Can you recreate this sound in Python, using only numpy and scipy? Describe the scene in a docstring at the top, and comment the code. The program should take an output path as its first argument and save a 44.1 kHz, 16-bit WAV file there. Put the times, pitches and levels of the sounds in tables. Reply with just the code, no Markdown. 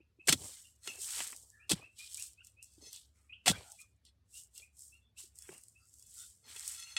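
"""A steel digging bar is driven three times into dry stony soil, dragged and wiggled; stones make it ring.
The ring is a set of fading sine waves, tapped by knocks or rubbed by rough noise, damped as the tip sinks in.
Knocks and ticks are short noise bursts; thumps are low sagging tones; grit, clods and slumps are shaped noise.
Narrow noise bands make faint hoarse tones and thin high streaks of the bar's ring; a bird chirps across the
field in gliding tones with echoes; a far engine rumbles faintly as low noise with two wavering tones."""
import sys
import numpy as np
from scipy import signal
from scipy.fft import rfft, irfft, next_fast_len
from scipy.io import wavfile
from scipy.ndimage import uniform_filter1d

SR = 44100
rng = np.random.default_rng(int(sys.argv[2]) if len(sys.argv) > 2 else 0)


def field_ratio(decibels):
    """Amplitude ratio for a level in dB (20 dB per decade); scalars and array-likes work."""
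    return 10 ** (np.asarray(decibels, dtype=float) / 20)


def persist_wave(psi):
    """Save psi, clipped to +-1, as 16-bit WAV."""
    counts = np.round(np.clip(psi, -1, 1) * 32767).astype(np.int16)
    wavfile.write(sys.argv[1], SR, np.atleast_2d(counts).T)


N = 307818  # length in samples


def evened(x):
    """Scales to an average strength (rms) of 1."""
    return x / np.sqrt(np.mean(x ** 2) + 1e-20)


def coloured(x, points):
    """Filters x through a curve of (f/Hz, level/dB) points, then scales it to rms 1."""
    size = next_fast_len(len(x))
    hz, db = np.transpose(points)
    bins_hz = np.fft.rfftfreq(size, 1 / SR)
    gain = field_ratio(np.interp(np.log(bins_hz + 1), np.log(hz), db, left=-90, right=-90))
    return evened(irfft(rfft(x, size) * gain, size)[:len(x)])


def smooth_noise(noise, size):
    """Averages noise twice over a few samples, so that it wanders slowly, at rms 1."""
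    return evened(uniform_filter1d(uniform_filter1d(noise, size=size), size=size))


def add(mix, s, sound):
    """Mixes a sound in at time s, in seconds."""
    part = mix[max(round(s * SR), 0):][:len(sound)]
    part += sound[:len(part)]


def dying(t60, length):
    """Time axis and an envelope that falls 60 dB in t60 seconds."""
    t = np.arange(round(length * SR)) / SR
    return t, field_ratio(-60 * t / np.maximum(t60, .002))


def grit(per_s, spread_db, t60, hiss):
    """Grains of uneven size, each a tiny burst of noise, over a dense hiss of dust."""
    size = field_ratio(spread_db * np.minimum(rng.exponential(1, N), 4))
    hits = size * (rng.random(N) < per_s / SR)
    bursts = signal.oaconvolve(hits, dying(t60, .03)[1])[:N]
    return (evened(bursts) + hiss) * rng.standard_normal(N)


# ways the bar vibrates, before the touched spot weighs them: (f/Hz, level/dB, time to fall 60 dB t/s)
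BAR_MODES = [(861, -22, .11), (1360, -13, .12), (1935, -10, .1), (2120, -12, .1), (2615, -2, .09),
             (2890, -10, .08), (3400, 0, .09), (3815, -11, .08), (4285, -3, .09), (5250, -8, .1),
             (5880, -14, .1), (6265, -6, .09), (7080, -12, .1), (7375, -9, .08), (8290, -11, .08),
             (8560, -11, .09), (9780, -17, .06), (11200, -19, .06)]


def bar_ring(bright_db, spot, scatter_db):
    """The modes after one tap; a bending wave with a node near the touched spot stays weak."""
    hz, db, t60 = np.transpose(BAR_MODES)[:, :, None]
    half_waves = np.sqrt(hz / 52)  # bending modes rise with the square of their number
    reach = np.sqrt(np.cos(np.pi * half_waves * spot) ** 2 + .06)
    t, fall = dying(t60, 0.22)
    tilt_db = bright_db * np.log2(hz / 3400)  # bright_db is per octave
    gain = reach * field_ratio(db + tilt_db + scatter_db[:, None])
    side = (-1.) ** np.arange(len(BAR_MODES))[:, None]  # neighbouring modes start in opposite directions
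    modes = side * gain * fall * np.sin(2 * np.pi * hz * t)
    return modes.sum(0) * np.minimum(t / 0.00016, 1)


# the bar knocking on stones: (t/s, level/dB, dull part level/dB re knock, bar ring level/dB re knock)
KNOCKS = [(0.274, -14.5, -30.5, -32), (0.2835, -11.5, -8, -18.5), (0.2894, -7.5, -8.5, -23),
          (0.2934, -9.5, -17, -25), (.3250, -7, -17.5, -20), (0.3294, -16, -18.5, -25),
          (0.8739, -25.5, -11.5, -17), (1.1051, -27, -34, -25), (1.1904, -38.5, -3, -33),
          (1.2035, -28, -4, -29), (1.2095, -30, -9.5, -23), (1.3272, -54, 12.5, -20),
          (1.694, -21.5, -42.5, -23), (1.712, -15.5, -27, -21), (1.7159, -13.5, -14.5, -22.5),
          (1.7326, -27, -27, -26.5), (2.8702, -49, -29.5, -30), (3.4588, -23.5, -7.5, -15.5),
          (3.4683, -20, -1.5, -33), (3.4786, -8.5, -15, -16.5), (3.4913, -22, -9.5, -23.5),
          (3.5104, -29.5, -18, -30.5), (4.5974, -49.5, -12.5, -16.5), (5.1986, -43, -17, -26.5),
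          (5.4897, -54.5, 12.5, -22), (6.4751, -56, -21.5, -30), (6.5621, -31, -20, -18.5),
          (6.746, -33.5, -50, -21), (6.8249, -45.5, -32, -4), (6.9655, -36.5, -16.5, 6)]
# pebbles ticking: (t/s, level/dB)
TICKS = [(0.6164, -41.5), (0.833, -42), (1.0166, -26.5), (1.3628, -30.5), (1.4012, -44), (2.145, -24.5),
         (2.172, -28), (2.1974, -26), (2.2238, -23.5), (2.2284, -39), (2.3326, -40.5), (2.4473, -37.5),
         (2.4698, -32.5), (2.6269, -32.5), (2.6558, -45.5), (2.9302, -27), (3.7189, -33.5), (4.0512, -48),
         (4.578, -27.5), (5.3562, -42.5), (5.3872, -31), (5.4221, -34), (5.5373, -41), (5.5797, -37),
         (5.6361, -36.5), (5.683, -38.5), (5.9394, -37.5), (5.9614, -50), (5.9958, -39.5), (6.0252, -37),
         (6.2053, -36), (6.2994, -55.5), (6.6777, -20)]
KNOCK_RISE_S, KNOCK_T60_S = 0.002, 0.016
TICK_RISE_S, TICK_T60_S = .0003, .009
TICK_DULL_DB, TICK_RING_DB = -40, -42  # re tick
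DEBRIS_T60_S, DEBRIS_DB = .07, -16.5  # each snap throws a spray of debris


def cracks():
    """Each crack is a bright and a dull burst of noise, and it taps the bar."""
    stone, steel = np.zeros((2, N))
    rows = [row + (KNOCK_RISE_S, KNOCK_T60_S) for row in KNOCKS]
    rows += [(s, db, TICK_DULL_DB, TICK_RING_DB, TICK_RISE_S, TICK_T60_S) for s, db in TICKS]
    noise = rng.standard_normal((len(rows), 2, 4096))
    chances = rng.standard_normal((len(rows), len(BAR_MODES)))
    t, debris = dying(DEBRIS_T60_S, 4096 / SR)
    for (s, db, dull_db, ring_db, rise, t60), (a, b), chance in zip(rows, noise, chances):
        snap = dying(t60, 4096 / SR)[1]
        envelope = (snap + field_ratio(DEBRIS_DB) * debris) * np.minimum(t / rise, 1)
        bright = coloured(a, FINE) + field_ratio(min(dull_db + 12.0, -4)) * coloured(b, COARSE)
        dull = coloured(b, SLUMP[:3] + CLODS[2:])
        add(stone, s, field_ratio(db - 7.5) * envelope * bright)
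        add(stone, s, field_ratio(db + dull_db) * envelope * dull)
        add(steel, s, field_ratio(db + ring_db) * bar_ring(0, 0, 2.0 * chance))
    return stone, steel


# the bar rubbing along stones:
# (t/s, length t/s, level/dB, brightness level/dB per octave, spot [share of the bar's length])
RUBS = [(.81, .13, -58, 1, .2), (2.42, .1, -76, 3, .25), (2.63, .17, -74, 5, .1), (2.8, .07, -59, 5, .2),
        (2.852, .05, -54, 4, .2), (2.93, .05, -58, 2, .25), (3.14, .1, -82, 2, .2), (3.6, .24, -68, 2, .25),
        (3.72, .14, -72, 6, .1), (4.05, .05, -68, 4, .22), (4.94, .05, -76, 2, .22),
        (5.38, .1, -72, 2, .25), (5.78, .12, -80, 3, .2), (5.98, .15, -74, 4, .1), (6.12, .16, -70, -2, .2),
        (6.42, .1, -64, 0, .2), (6.54, .24, -64, 0, .2), (6.76, .1, -50, 2, .2), (6.85, .11, -54, 2, .2)]
# the bar is driven in: (t/s, time to sink t/s, force level/dB)
STRIKES = [(0.268, 0.078, -37.5), (1.692, 0.048, -35.5), (3.456, 0.067, -32.5)]
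STRIKE_RUB_DB, STRIKE_SPOT = -8, .13  # re force; share of the bar's length


def rubs():
    """Rough friction drives the modes of the bar, also while it sinks in."""
    out, rough = np.zeros(N), evened(grit(400, 2.0, .01, 1.5))
    rows = RUBS + [(s, sink, db + STRIKE_RUB_DB, 0, STRIKE_SPOT) for s, sink, db in STRIKES]
    chances = rng.standard_normal((len(rows), len(BAR_MODES)))
    for (s, length, db, bright_db, spot), chance in zip(rows, chances):
        ring = bar_ring(bright_db, spot, 1.5 * chance)
        stroke = rough[round(s * SR):][:round(length * SR)]
        stroke = stroke * signal.windows.tukey(len(stroke), .6)
        add(out, s, field_ratio(db) * signal.oaconvolve(stroke, ring / np.linalg.norm(ring)))
    return out


BURIED_DB, GRIP_S, HELD_S, LOOSEN_S = -20.5, 0.012, 0.14, 0.18


def damping():
    """Gain on the ring: it falls fast as the tip is buried and is free again when the bar loosens."""
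    t = np.arange(N) / SR
    steps = np.cumsum([-GRIP_S, GRIP_S, HELD_S, LOOSEN_S])  # seconds from the end of sinking
    gain_db = sum(np.interp(t - s - sink, steps, [0, BURIED_DB, BURIED_DB, 0]) for s, sink, _ in STRIKES)
    return field_ratio(gain_db)


# thumps through the ground: (t/s, level/dB, starting f/Hz)
THUMPS = [(.004, -54.5, 338), (.188, -54, 346), (.282, -29, 423), (0.297, -28, 165), (.327, -27.5, 299),
          (.339, -32.5, 266), (.353, -37, 145), (.409, -43.5, 91.5), (.442, -45.5, 93), (0.876, -42, 405),
          (.987, -50, 406), (1.205, -51, 750), (1.714, -26.5, 326), (1.732, -25.5, 180), (2.78, -51.5, 322),
          (2.832, -57, 390), (2.87, -54, 453), (3.477, -20, 745), (3.502, -22.5, 189), (3.579, -41.5, 101),
          (5.239, -57.5, 368), (5.491, -39.5, 386), (6.56, -55.5, 426)]
THUMP_T60_S, THUMP_T60_TILT = 0.05, -0.21  # at 300 Hz; lower thumps last longer


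def thumps():
    """A heavily damped low push that sags in pitch, with a rough tail in the ground."""
    out, noise = np.zeros(N), rng.standard_normal((len(THUMPS), 8820))
    tail_fall = dying(0.22, 8820 / SR)[1]
    for (s, db, hz), n in zip(THUMPS, noise):
        t, fall = dying(THUMP_T60_S * (hz / 300) ** THUMP_T60_TILT, 8820 / SR)
        push = np.sin(2 * np.pi * hz * t / (1 + 2.1 * t)) * fall * np.minimum(t / 0.00096, 1)
        ground = coloured(n, [(50, -12.5), (110, 3.5), (250, -7.0), (500, -22)])
        tail = ground * tail_fall * np.minimum(t / 0.011, 1)
        add(out, s, field_ratio(db) * (push + field_ratio(-19.5) * tail))
    return out


# soil sliding and trickling: (peak t/s, rise t/s, fall t/s, fine grit level/dB,
# coarse grit level/dB re fine, clods level/dB re fine)
SLIDES = [(.448, 0.23, 0.41, -49, -8, -15.5), (0.871, 0.0744, 0.4, -50.5, -9, -12),
          (1.03, 0.079, 0.6, -43, -10.5, -41), (1.195, 0.27, 0.23, -42, -5, -7.5),
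          (1.752, .01, .22, -59, -1, -2), (1.99, 0.046, 0.55, -55, -1.5, -17.5),
          (2.234, .35, 0.14, -48.5, -10.5, -19.5), (2.45, .04, 0.23, -64, -12, -29),
          (2.629, 0.011, 0.417, -62, -15.5, -49), (2.871, 0.24, 0.13, -60, -6.5, -17),
          (2.939, 0.062, 0.21, -54, -2, -17.5), (3.16, 0.036, 0.37, -70, -14, -8),
          (3.531, .01, 0.3, -57.5, 1.5, 1), (3.72, 0.34, 0.29, -59, -11, -26),
          (3.82, 0.074, 0.0274, -53.5, -12.5, -27.5), (4.054, 0.0067, 0.098, -64, 1, -29.5),
          (4.378, 0.11, 0.14, -50.5, -12, -26), (4.573, 0.075, .17, -54.5, -9.5, -24.5),
          (4.812, 0.11, 0.27, -55.5, -18, -47), (5.19, 0.032, .17, -50.5, -7.5, -19),
          (5.365, 0.036, 0.9, -59.5, -21, -38), (5.53, 0.3, 0.19, -59, -12, -6.5),
          (5.69, 0.4, 0.11, -68, -23, -56), (6.0, 0.38, 0.15, -61.5, -18.5, -49),
          (6.211, 0.31, 0.255, -51.5, -12.5, -23), (6.498, 0.068, 0.6, -56, -3, -4.5),
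          (6.696, 0.32, 0.27, -46, -10, -17), (6.9, .2, 0.45, -60.5, -23, -5)]
# crushing during a strike: (share of the sinking time, level/dB re force)
CRUSH = [(0, -60.5), (.06, -5.5), (.45, 0.5), (0.899, -5), (1.12, -21.5)]
CRUSH_COARSE_DB, CRUSH_CLODS_DB = 1, -12.5  # re the fine grit
EDGE_DB = -30  # change of the fine grit's level one rise or fall time away from the peak
RISE_BEND, FALL_BEND = 1.4, 1.415  # 1 = straight in dB, more = rounder top
COARSE_HASTE, CLODS_HASTE = 1.2, 1.3  # heavier pieces come to rest sooner than fine grit


def moving():
    """Levels of fine grit, coarse grit and clods: the strikes crush the crust, the slides swell and fade."""
    t = np.arange(0, N / SR + .01, .001)
    power = np.zeros((3, len(t)))
    haste = np.array([[1], [COARSE_HASTE], [CLODS_HASTE]])
    for s, rise, fall, db, coarse_db, clods_db in SLIDES:
        distance = abs(s - t)
        away = np.where(t < s, (distance / rise) ** RISE_BEND, (distance / fall) ** FALL_BEND)
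        swell_db = np.maximum(EDGE_DB * away * haste, -200)
        power += field_ratio(db + swell_db + np.array([[0], [coarse_db], [clods_db]])) ** 2
    for s, sink, db in STRIKES:
        crush_db = np.interp((t - s) / sink, *np.transpose(CRUSH), left=-200, right=-200)
        power += field_ratio(db + crush_db + np.array([[0], [CRUSH_COARSE_DB], [CRUSH_CLODS_DB]])) ** 2
    return [np.interp(np.arange(N) / SR, t, np.sqrt(p)) for p in power]


# tone colour of fine grit: (f/Hz, relative level/dB per Hz)
FINE = [(2350, -45.5), (4000, -18), (5440, -3.5), (6180, -4.5), (8070, 4.5), (10500, -7), (13000, -11),
        (14800, -16.5), (15600, -18.5), (16000, -20)]
# tone colour of coarse grit: (f/Hz, relative level/dB per Hz)
COARSE = [(1200, -36.5), (2000, -27), (3000, 8), (4500, 8.5), (5800, 4), (7000, -17.5)]
# tone colour of clods: (f/Hz, relative level/dB per Hz)
CLODS = [(500, -30.5), (850, -6.5), (1200, -4.5), (1800, -2), (2400, -0.5), (3300, -4.5)]
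CRUMBS_DB = -5  # separate crumbs re fine grit


def soil():
    """Three sizes of moving earth, with single crumbs ticking in the fine grit."""
    fine_gain, coarse_gain, clods_gain = moving()
    fine = coloured(grit(1600, 1.7, 0.022, 0.89), FINE)
    crumbs = coloured(grit(160, 3.5, .006, .01), FINE)
    coarse = coloured(grit(600, 4.0, .008, .8), COARSE)
    clods = coloured(grit(300, 2.8, 0.024, 1.1), CLODS)
    return fine_gain * (fine + field_ratio(CRUMBS_DB) * crumbs) + coarse_gain * coarse + clods_gain * clods


# tone colour of slumping earth: (f/Hz, relative level/dB per Hz)
SLUMP = [(120, -25.5), (250, -5.5), (450, -5), (800, -9.5), (1300, -15)]
# loose earth slumping: (t/s, length t/s, level/dB)
SLUMPS = [(0.367, 0.18, -59.5), (0.842, 0.27, -65.5), (1.083, 0.53, -72), (1.739, 0.17, -65.5),
          (2.78, 0.18, -71.5), (3.518, 0.17, -59), (4.581, 0.078, -74), (5.477, 0.14, -65),
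          (6.426, 0.14, -72.5)]
STRIKE_SLUMP_DB = -9  # re force


def slumps():
    """Loose earth gives way as low lumpy noise that starts fast and settles, also at each strike."""
    out, earth = np.zeros(N), coloured(grit(120, 5.9, 0.01, .8), SLUMP)
    for s, length, db in SLUMPS + [(s, 1.25 * sink, db + STRIKE_SLUMP_DB) for s, sink, db in STRIKES]:
        u = np.linspace(0, 1, round(length * SR))
        envelope = np.minimum(u / 0.24, 1) * (1 - u) * 2
        add(out, s, field_ratio(db) * earth[round(s * SR):][:len(u)] * envelope)
    return out


# faint hoarse tones, and thin high streaks of the bar's ring: (t/s, length t/s, middle f/Hz, level/dB)
TONES_AND_STREAKS = [(0.551, 0.045, 2055, -74.5), (1.498, 0.2, 1762, -67), (1.541, .15, 1370, -78),
                     (2.396, 0.039, 1485, -73), (2.644, .2, 4780, -79.5), (3.15, 0.15, 1289, -82.5),
                     (3.505, 0.063, 1520, -53), (3.518, 0.055, 3370, -56), (3.617, 0.16, 754, -66),
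                     (3.631, .1, 1405, -69.5), (3.796, 0.063, 1203, -76), (4.992, 0.136, 3450, -76),
                     (5.777, .13, 4780, -79), (5.784, 0.09, 1350, -76.5), (6.147, 0.14, 1410, -71.5),
                     (6.165, 0.13, 3600, -65)]


def tones_and_streaks():
    """Faint hoarse tones, and thin high streaks of the bar's ring: narrow, uneven noise that swells and fades."""
    out, noise = np.zeros(N), rng.standard_normal((len(TONES_AND_STREAKS), 2, SR // 4))
    width = 130  # Hz
    for (s, length, hz, db), (n, lumps) in zip(TONES_AND_STREAKS, noise):
        edges = [(hz - 2 * width, -25), (hz - width / 2, 0), (hz + width / 2, 0), (hz + 2 * width, -25)]
        band = coloured(n, edges) * field_ratio(0.87 * smooth_noise(lumps, 500))
        window = signal.windows.tukey(min(round(length * SR), len(n)), .7)
        add(out, s, field_ratio(db) * band[:len(window)] * window)
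    return out


# bird: (t/s, length t/s, start f/Hz, end f/Hz before a late upturn is added, level/dB before a common gain)
CHIRPS = [(.0, 0.024, 2300, 2830, -71), (0.193, 0.03, 2497, 2650, -59.5), (0.64, 0.0397, 2710, 3020, -67.5),
          (0.879, 0.0354, 2960, 2430, -49.5), (1.589, 0.066, 2277, 2812, -66.5),
          (1.807, 0.063, 2413, 2730, -59), (1.985, 0.059, 2400, 2460, -57), (2.169, 0.055, 2230, 2920, -59),
          (2.37, 0.058, 2430, 2970, -63), (2.561, 0.074, 2443, 2803, -66),
          (3.292, 0.021, 2400, 2530, -57.5), (3.319, 0.028, 2345, 3270, -51),
          (3.55, 0.029, 2260, 2430, -58), (3.783, 0.0363, 2373, 2460, -60.5),
          (4.324, 0.081, 2660, 2950, -65.5), (4.547, 0.051, 2680, 2824, -69.5),
          (4.617, 0.029, 2330, 2547, -60), (4.916, 0.052, 2580, 2800, -66),
          (5.162, 0.0351, 2544, 3015, -62.5), (5.509, 0.056, 2605, 2890, -66.5),
          (5.748, 0.0436, 2537, 2700, -69), (6.85, 0.04, 2600, 2920, -61.5)]


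def bird():
    """Short husky whistles with a weak half tone; stirring leaves blur the echoes off the field edge."""
    out = np.zeros(N)
    for s, length, start_hz, end_hz, db in CHIRPS:
        u = np.linspace(0, 1, round(length * SR))
        hz = start_hz + (end_hz - start_hz) * u + 150 * u ** 4  # late upturn
        turn = 2 * np.pi * np.cumsum(hz) / SR
        whistle = np.sin(turn) + field_ratio(-29.5) * np.sin(turn / 2)
        add(out, s, field_ratio(db + 4.5) * signal.windows.tukey(len(u), .6) * whistle)
    husk, leaves = (smooth_noise(n, 50) for n in rng.standard_normal((2, N)))
    t, fall = dying(.3, .5)
    echoes = rng.standard_normal(len(t)) * fall * np.minimum(t / 0.0051, 1)
    blurred = signal.oaconvolve(out * (1 + .35 * leaves), echoes / np.linalg.norm(echoes))[:N]
    return out * (1 + 0.29 * husk) + field_ratio(-3.5) * blurred


# tone colour of the far rumble: (f/Hz, relative level/dB per Hz)
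RUMBLE = [(25, -19.5), (50, -9.5), (70, 1), (84, -8.5), (100, -3), (125, -15), (250, -16), (450, -19.5),
          (800, -26), (2000, -28), (4000, -28), (8000, -31.5), (11000, -34), (16000, -44)]
RUMBLE_DB = -71.5
# engine tones: (middle f/Hz, level/dB before a common gain)
HUM = [(70, -78), (100, -83.5)]


def rumble():
    """Steady far rumble with two wavering engine tones, and a trace of hiss."""
    waver = evened(uniform_filter1d(rng.standard_normal((len(HUM), N)), size=9000))
    tones = np.zeros(N)
    for (hz, db), w in zip(HUM, waver):
        turn = 2 * np.pi * np.cumsum(hz * (1 + 0.054 * w)) / SR
        tones += field_ratio(db + 3.5) * np.sin(turn)
    return field_ratio(RUMBLE_DB) * coloured(rng.standard_normal(N), RUMBLE) + tones


def scene():
    """All sources at one microphone."""
    stone, steel = cracks()
    bar = damping() * (steel + rubs())
    ground = thumps() + soil() + slumps()
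    return (stone + bar + ground + tones_and_streaks() + bird() + rumble())[None]


def suppressed(x, over_db, depth_db):
    """Noise suppressor: bins near their usual quiet level are turned down, leaving faint streaks."""
    hz, _, z = signal.stft(x, SR, nperseg=1024, noverlap=768)
    depth_db = depth_db * np.clip(hz[:, None] / 300, 0, 1) ** 2  # spares the deepest bass
    power_db = 10 * np.log10(uniform_filter1d(abs(z) ** 2, size=5, axis=-1) + 1e-20)
    quiet_db = uniform_filter1d(np.percentile(power_db, 20, axis=-1, keepdims=True), size=9, axis=-2)
    excess = np.clip((power_db - quiet_db - over_db) / 7.5, -30, 30)
    z = z * field_ratio(-depth_db / (0.5 + np.exp(excess)))
    return signal.istft(z, nperseg=1024, noverlap=768)[1][:, :N]


def roll_off(x):
    """The treble ends steeply here."""
    return signal.sosfilt(signal.butter(12, 16470, fs=SR, output="sos"), x)


def record(dry):
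    """Bass cut of the microphone, then the noise suppressor."""
    cut = signal.sosfilt(signal.butter(4, 55, "high", fs=SR, output="sos"), dry)
    mix = suppressed(cut, over_db=5.5, depth_db=10.0)
    return roll_off(mix)


dry = scene()
out = record(dry)
persist_wave(out)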